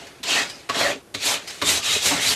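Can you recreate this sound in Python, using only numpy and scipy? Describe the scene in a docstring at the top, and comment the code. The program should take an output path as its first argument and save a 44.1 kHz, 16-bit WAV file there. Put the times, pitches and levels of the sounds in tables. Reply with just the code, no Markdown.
"""A small workshop, in mono: a sanding block is rubbed along a thin wooden strip, its tip on a workbench.
Three separate strokes, each a landing tap and a swelling rasp, then four joined strokes back and forth.
Filtered showers of grit make the hiss, shake strip and bench, and swell in narrow or broad bands of pitch.
Damped modes make the dull bumps on the bench. Short reflections and quiet room noise lie behind."""
import sys
import numpy as np
from scipy import signal
from scipy.fft import rfft, irfft, next_fast_len
from scipy.io import wavfile
from scipy.ndimage import uniform_filter1d, map_coordinates

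SR = 44100
rng = np.random.default_rng(int(sys.argv[2]) if len(sys.argv) > 2 else 0)


def to_wav(s):
    """Save 16-bit WAV."""
    ch = np.atleast_2d(s).T  # columns
    pcm = np.round(np.clip(ch, -1, 1) * 32767)  # PCM
    wavfile.write(sys.argv[1], SR, pcm.astype(np.int16))


N = 103679
T = np.arange(N) / SR  # s

# Loudness curve of the rasp, one list per stroke, before the overall STROKES_DB: time_s, level_db
STROKE_CURVES = [
    [(0.245, -33.5), (0.299, -22), (0.387, -22.5), (0.435, -28.5), (0.47, -42.5)],
    [(0.715, -32.5), (0.739, -32), (0.751, -27), (0.807, -22.5), (0.911, -27), (0.999, -55), (1.01, -50)],
    [(1.165, -38), (1.185, -38.5), (1.261, -20.5), (1.343, -24), (1.425, -46), (1.45, -58)],
    [(1.64, -29), (1.69, -19), (1.78, -24.5), (1.82, -38.5)],
    [(1.82, -32.5), (1.848, -23.5), (1.948, -21), (2.0, -27.5)],
    [(2.0, -30), (2.064, -17.5), (2.2, -29.5)],
    [(2.2, -25.5), (2.286, -20), (2.318, -21), (2.345, -24.5)],
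]
# Tone of each stroke: fizz_db (over the rasp, at its loudest), rasp_tilt_db_per_octave,
# body_db (wood over the rasp, mid-stroke), body_growth_db_per_s, bench_db (over the body)
STROKE_TONES = [(-12, -1.5, -6, 34, -24), (-9.5, -4, -2.5, -5, -17), (-4, -2.5, -9, 51, -19.5),
                (-2, 0, -9.5, 25, -8.5), (-8.5, -1, -15, 28, -8), (-4, 0.5, -8, 70, -11.5),
                (-4, -2.5, -11.5, 7, -10.5)]
# Swells of coloured grit: strip resonances, a broad soft knock at 2.12 s,
# a bright surge of the last stroke at 2.292 s:
# centre_s, half_length_s (to 1/e), pitch_hz, width_hz, level_db
GRIT_SWELLS = [(0.314, 0.032, 2680, 160, -30.5), (0.329, 0.042, 3240, 55.56, -29.5),
               (0.389, 0.036, 1870, 240, -22.5), (0.378, 0.058, 2550, 216, -28.5),
               (0.502, 0.075, 4990, 450, -43.5), (0.87, 0.058, 580, 58.4, -27),
               (0.849, 0.063, 734, 130, -34.5), (0.861, .04, 1864, 211, -25),
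               (0.926, 0.0136, 2480, 200, -32), (0.937, 0.047, 365, 252, -37),
               (1.267, 0.02, 4300, 300, -26.5), (1.314, 0.027, 890, 350, -32),
               (1.486, 0.013, 5060, 200, -36.5), (1.67, 0.03, 3600, 200, -26), (1.78, 0.01, 3903, 120, -27),
               (1.936, 0.059, 3800, 169, -27), (1.89, 0.083, 1230, 108, -36.5),
               (2.12, 0.017, 930, 705, -25), (2.13, 0.016, 291, 40, -27), (2.19, 0.091, 2050, 613, -32),
               (2.277, 0.0283, 3900, 100, -27.5), (2.292, 0.0205, 4460, 900, -23.5)]
# The block lands on the strip: start_s, scratch_db, knock_db, thud_db, ring_hz, ring_db
BLOCK_LANDINGS = [(0.2298, -24.5, -37.5, -41, 1000, -40.5), (.690, -24, -22, -35.5, 1090, -26.5),
                  (1.141, -23.5, -32, -34, 4030, -29), (1.6152, -20, -20, -26.5, 1060, -29)]
# The strip bumps on the bench: start_s, pitch_hz, level_db
BENCH_BUMPS = [(0.201, 250, -39.5), (1.147, 325, -36), (1.621, 425, -27), (1.791, 140, -34),
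               (1.96, 425, -22.5), (2.144, 161, -27)]
# Damped modes of a bump: frequency_ratio (over the pitch), level_db
BUMP_PARTIALS = [(.62, -16), (1, -2), (1.4, -6), (2.3, -32)]
# The paper grazes the strip: start_s, level_db, fall_db_per_s, tilt_db_per_octave
PAPER_GRAZES = [(0, -39.5, 70, -2), (.45, -35, 76, -1), (1.411, -43, 11, 0), (1.475, -35, 71, 2.5)]
# The paper's edge catches: start_s, level_db
EDGE_TICKS = [(.068, -37), (0.497, -26.5), (1.473, -30), (1.503, -29)]

# Colours of the noises, relative and before any tilt: frequency_hz, level_db (per Hz)
RASP_SPECTRUM = [(700, -30), (1400, -14), (2200, -3.5), (3000, -1.5), (3800, 0.5), (5200, -4.5),
                 (7300, -5.5), (8300, -12.5), (11000, -24), (15000, -36)]  # grit on wood
FIZZ_SPECTRUM = [(3000, -27), (5500, 0.5), (7800, 2.5), (10000, -2.5), (13000, -7.5), (15000, -30)]  # high hiss of the grit
WOOD_SPECTRUM = [(80, -45), (140, -9), (220, -6), (380, -3.5), (520, -2), (700, 0), (880, -3), (1200, -4),
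                 (1700, -4), (2600, -18), (6000, -56)]  # shaken body of the strip
BENCH_SPECTRUM = [(30, -24), (70, -3), (150, 0), (400, -12), (1200, -45)]  # shaken bench
SCRATCH_SPECTRUM = [(700, -25), (1500, -10), (2300, -3), (3100, -3), (3900, 2), (4800, -5), (7000, -7),
                    (9000, -14), (15000, -26)]  # paper, as the block lands
KNOCK_SPECTRUM = [(150, -37), (400, -2), (620, 1.5), (850, -9), (1080, 2.5), (1500, -2.5), (2300, -2),
                  (4000, -22), (9000, -52)]  # strip, as the block lands
THUD_SPECTRUM = [(40, -28), (85, -2), (200, -3.5), (420, -1), (700, -19), (2000, -50)]  # bench, as the block lands
GRAZE_SPECTRUM = [(150, -3), (400, -1.5), (700, 2.5), (950, -4), (1300, -2), (1570, 0), (1900, 1),
                  (2550, 2), (3100, 0), (4500, 0.5), (5050, -4), (5700, -3), (7200, -5.5), (10000, -12),
                  (15000, -29)]  # light brushing, and the ticks
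AIR_SPECTRUM = [(25, 3), (45, 4), (80, 2), (160, 0.5), (260, -3), (380, 5.5), (600, -4), (1000, -7),
                (2500, -14), (6000, -18), (12000, -18.5), (15000, -48)]  # quiet of the workshop

STROKES_DB = -0.4  # overall level of the strokes
BRIGHTEN = 0.66  # extra dB of fizz per dB of rasp
TURN_S = 0.013  # time for the paper to bite or let go
GRIT_PER_S = 30000  # grains that catch
UNEVEN_DB, UNEVEN_PER_S = 0.47, 90  # flutter of the pressure: depth, knots a second
PATCH_DB, PATCH_HZ, PATCH_S = 2.4, 284.4, 0.025  # colour patches: rms depth, rough width and life
WANDER, WANDER_PER_S = 0.01822, 45  # relative drift of a swell's pitch, knots a second
SEAT_S, EDGE_DB = 0.006, -0.5  # delay from edge to face, level of the edge against the face
TAP_RISE_S = 0.0019  # time constant of a tap's rise
SCRATCH_T60, KNOCK_T60, THUD_T60, TICK_T60 = 0.053, 0.073, 0.2, 0.061  # s to fall 60 dB
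RING_WIDTH_HZ = 180  # of the resonance that a landing excites most
BUMP_RISE_S = 0.0038  # a soft contact: the envelope peaks this long after the touch
SKIP_DB, SKIP_PER_S = 0.7, 75  # a light block skips over the wood: depth, knots a second
ROOM_T60, ROOM_DB, WALL_S = 0.11, -8, 0.0049  # decay s, level against the work, first reflection s
AIR_DB = -49.5
LOW_CUT_HZ, TOP_HZ = 73, 14900  # band of the microphone
STFT_SIZE = 512  # samples, with a hop of half


def strokes():
    """Grit rasps, fizzes most where the rasp is loudest, and shakes strip and bench along the way."""
    out = np.zeros(N)
    for curve, tone in zip(STROKE_CURVES, STROKE_TONES):
        times, levels = np.transpose(curve)
        fizz_db, tilt, body_db, body_growth, bench_db = tone
        first, last = times[0], times[-1]
        rasp_db = np.interp(T, times, levels)
        from_middle = np.clip(T, first, last) - (first + last) / 2
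        inside = np.minimum(T - first, last - T)
        # square-root ramps keep the power steady where joined strokes cross
        contact = np.sqrt(np.clip(inside / TURN_S + 0.5, 0, 1))
        rasp = patchy(scrape(RASP_SPECTRUM, tilt))
        fizz = amp(fizz_db + BRIGHTEN * (rasp_db - levels.max())) * scrape(FIZZ_SPECTRUM)
        shaken = scrape(WOOD_SPECTRUM) + amp(bench_db) * scrape(BENCH_SPECTRUM)
        body = amp(body_db + body_growth * from_middle) * shaken
        out += contact * amp(rasp_db + STROKES_DB) * (rasp + fizz + body)
    return out * amp(UNEVEN_DB * wobble(UNEVEN_PER_S))


def swells():
    """Grit coloured by one narrow or broad peak swells, drifts in pitch and fades."""
    out = np.zeros(N)
    for centre, half, hz, width, db in GRIT_SWELLS:
        near = np.abs(T - centre) < 3 * half
        # reading the coloured grit at a wandering speed bends its pitch
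        drift = np.cumsum(WANDER * wobble(WANDER_PER_S)[near])
        places = np.flatnonzero(near) + drift
        coloured = map_coordinates(resonance(hz, width), [places], mode="nearest")
        envelope = np.exp(-((T[near] - centre) / half) ** 2)
        out[near] += amp(db) * envelope * coloured
    return out


def landings():
    """Edge, then face of the block meet the strip: scratch, ringing wooden knock and thud in the bench."""
    out = np.zeros(N)
    for start, scratch_db, knock_db, thud_db, ring_hz, ring_db in BLOCK_LANDINGS:
        scratch = amp(scratch_db) * scrape(SCRATCH_SPECTRUM)
        knock = amp(knock_db) * scrape(KNOCK_SPECTRUM)
        ring = amp(ring_db) * resonance(ring_hz, RING_WIDTH_HZ)
        thud = amp(thud_db) * scrape(THUD_SPECTRUM)
        out += edge_and_face(start, SCRATCH_T60) * scratch
        out += edge_and_face(start, KNOCK_T60) * (knock + ring)
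        out += blow(start + SEAT_S, THUD_T60) * thud  # the face alone
    return out


def edge_and_face(start, t60):
    """Envelope of two close touches, the edge a little softer than the face."""
    return amp(EDGE_DB) * blow(start, t60) + blow(start + SEAT_S, t60)


def blow(start, t60):
    """Envelope of one touch: quick rise and exponential decay."""
    age = np.maximum(T - start, 0)
    return (1 - np.exp(-age / TAP_RISE_S)) * np.exp(-np.log(1000) * age / t60)


def bumps():
    """Dull knocks of the flexing strip on the bench, each a few damped modes of random phase."""
    out = np.zeros(N)
    for start, hz, db in BENCH_BUMPS:
        age = np.maximum(T - start, 0)
        ring = np.zeros(N)
        for ratio, mode_db in BUMP_PARTIALS:
            ring += amp(mode_db) * np.sin(2 * np.pi * (ratio * hz * age + rng.random()))
        envelope = age / BUMP_RISE_S * np.exp(1 - age / BUMP_RISE_S)  # peaks at 1
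        out += amp(db) * envelope * ring
    return out


def grazes():
    """Light, skipping contact that starts at once and fades, with ticks where the paper's edge catches."""
    brush, ticks = np.zeros(N), np.zeros(N)
    for start, db, fall, tilt in PAPER_GRAZES:
        level = amp(db - fall * np.maximum(T - start, 0)) * (T >= start)
        brush += level * patchy(scrape(GRAZE_SPECTRUM, tilt))
    for start, db in EDGE_TICKS:
        ticks += amp(db) * blow(start, TICK_T60) * scrape(GRAZE_SPECTRUM, tilt=1.5)
    return brush * amp(SKIP_DB * wobble(SKIP_PER_S)) + ticks


def workshop(x):
    """Short, dense reflections from bench and walls: decaying noise that begins at the first reflection."""
    t = T[:SR // 2]
    decay = np.exp(-np.log(1000) * t / ROOM_T60)
    tail = rng.standard_normal(len(t)) * decay * (t > WALL_S)
    return signal.fftconvolve(x, tail / np.linalg.norm(tail))[:N]


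def air():
    """Quiet of the workshop: steady coloured noise."""
    return amp(AIR_DB) * scrape(AIR_SPECTRUM)


def grit():
    """A dense shower of tiny impulses, one for each grain that catches."""
    return rng.standard_normal(N) * (rng.random(N) < GRIT_PER_S / SR)


def scrape(spectrum, tilt=0):
    """Grit of rms 1 coloured by a spectrum and a tilt in dB per octave."""
    f, db = np.transpose(spectrum)

    def colour(hz):
        curve_db = np.interp(np.log(hz), np.log(f), db)
        tilt_db = tilt * np.log2(np.clip(hz, f[0], f[-1]))
        bass_fall = np.minimum(hz / f[0], 1) ** 2  # 12 dB per octave below the first point
        return amp(curve_db + tilt_db) * bass_fall

    return unit(filtered(grit(), colour))


def resonance(centre_hz, width_hz):
    """Grit of rms 1 coloured by one resonant peak, about width_hz wide at half amplitude."""
    def peak(hz):
        detuning = (hz ** 2 - centre_hz ** 2) / (1.01 * hz * width_hz)
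        return 1 / (1 + detuning ** 2)

    return unit(filtered(grit(), peak))


def patchy(x):
    """Random patches of gain in time and pitch, as ever-changing parts of the paper bite; rms 1."""
    z = signal.stft(x, nperseg=STFT_SIZE)[2]
    bins = max(1, round(PATCH_HZ * STFT_SIZE / SR))
    frames = max(1, round(PATCH_S * SR / (STFT_SIZE // 2)))
    field = uniform_filter1d(rng.standard_normal(z.shape), bins, axis=0)
    field = uniform_filter1d(field, frames, axis=1)
    shaded = signal.istft(z * amp(PATCH_DB * unit(field)), nperseg=STFT_SIZE)[1]
    return unit(shaded[:N])


def wobble(rate):
    """A smooth random curve, rate knots a second."""
    return map_coordinates(rng.standard_normal(N // 20), [T * rate], mode="wrap")


def filtered(x, response):
    """x shaped by a response of frequency, without phase shift."""
    m = next_fast_len(N + 8192)
    hz = np.fft.rfftfreq(m, 1 / SR) + 1e-3  # kept above zero for the logarithms
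    return irfft(rfft(x, m) * response(hz), m)[..., :N]


def unit(x):
    """x scaled to rms 1."""
    return x / np.sqrt(np.mean(x ** 2) + 1e-20)


def amp(db):
    """Amplitude factor of a level in dB."""
    return 10 ** (np.asarray(db) / 20)


def scene():
    """The work, its reflections and the air of the room, alike in both channels."""
    work = strokes() + swells() + landings() + bumps() + grazes()
    mono = work + amp(ROOM_DB) * workshop(work) + air()
    return np.array([mono, mono])


def record(dry):
    """The microphone thins the deep bass and keeps nothing above its band limit."""
    low_cut = signal.butter(2, LOW_CUT_HZ, "high", fs=SR, output="sos")
    thinned = signal.sosfilt(low_cut, dry)
    return filtered(thinned, lambda hz: hz < TOP_HZ)


dry = scene()
out = record(dry)
to_wav(out)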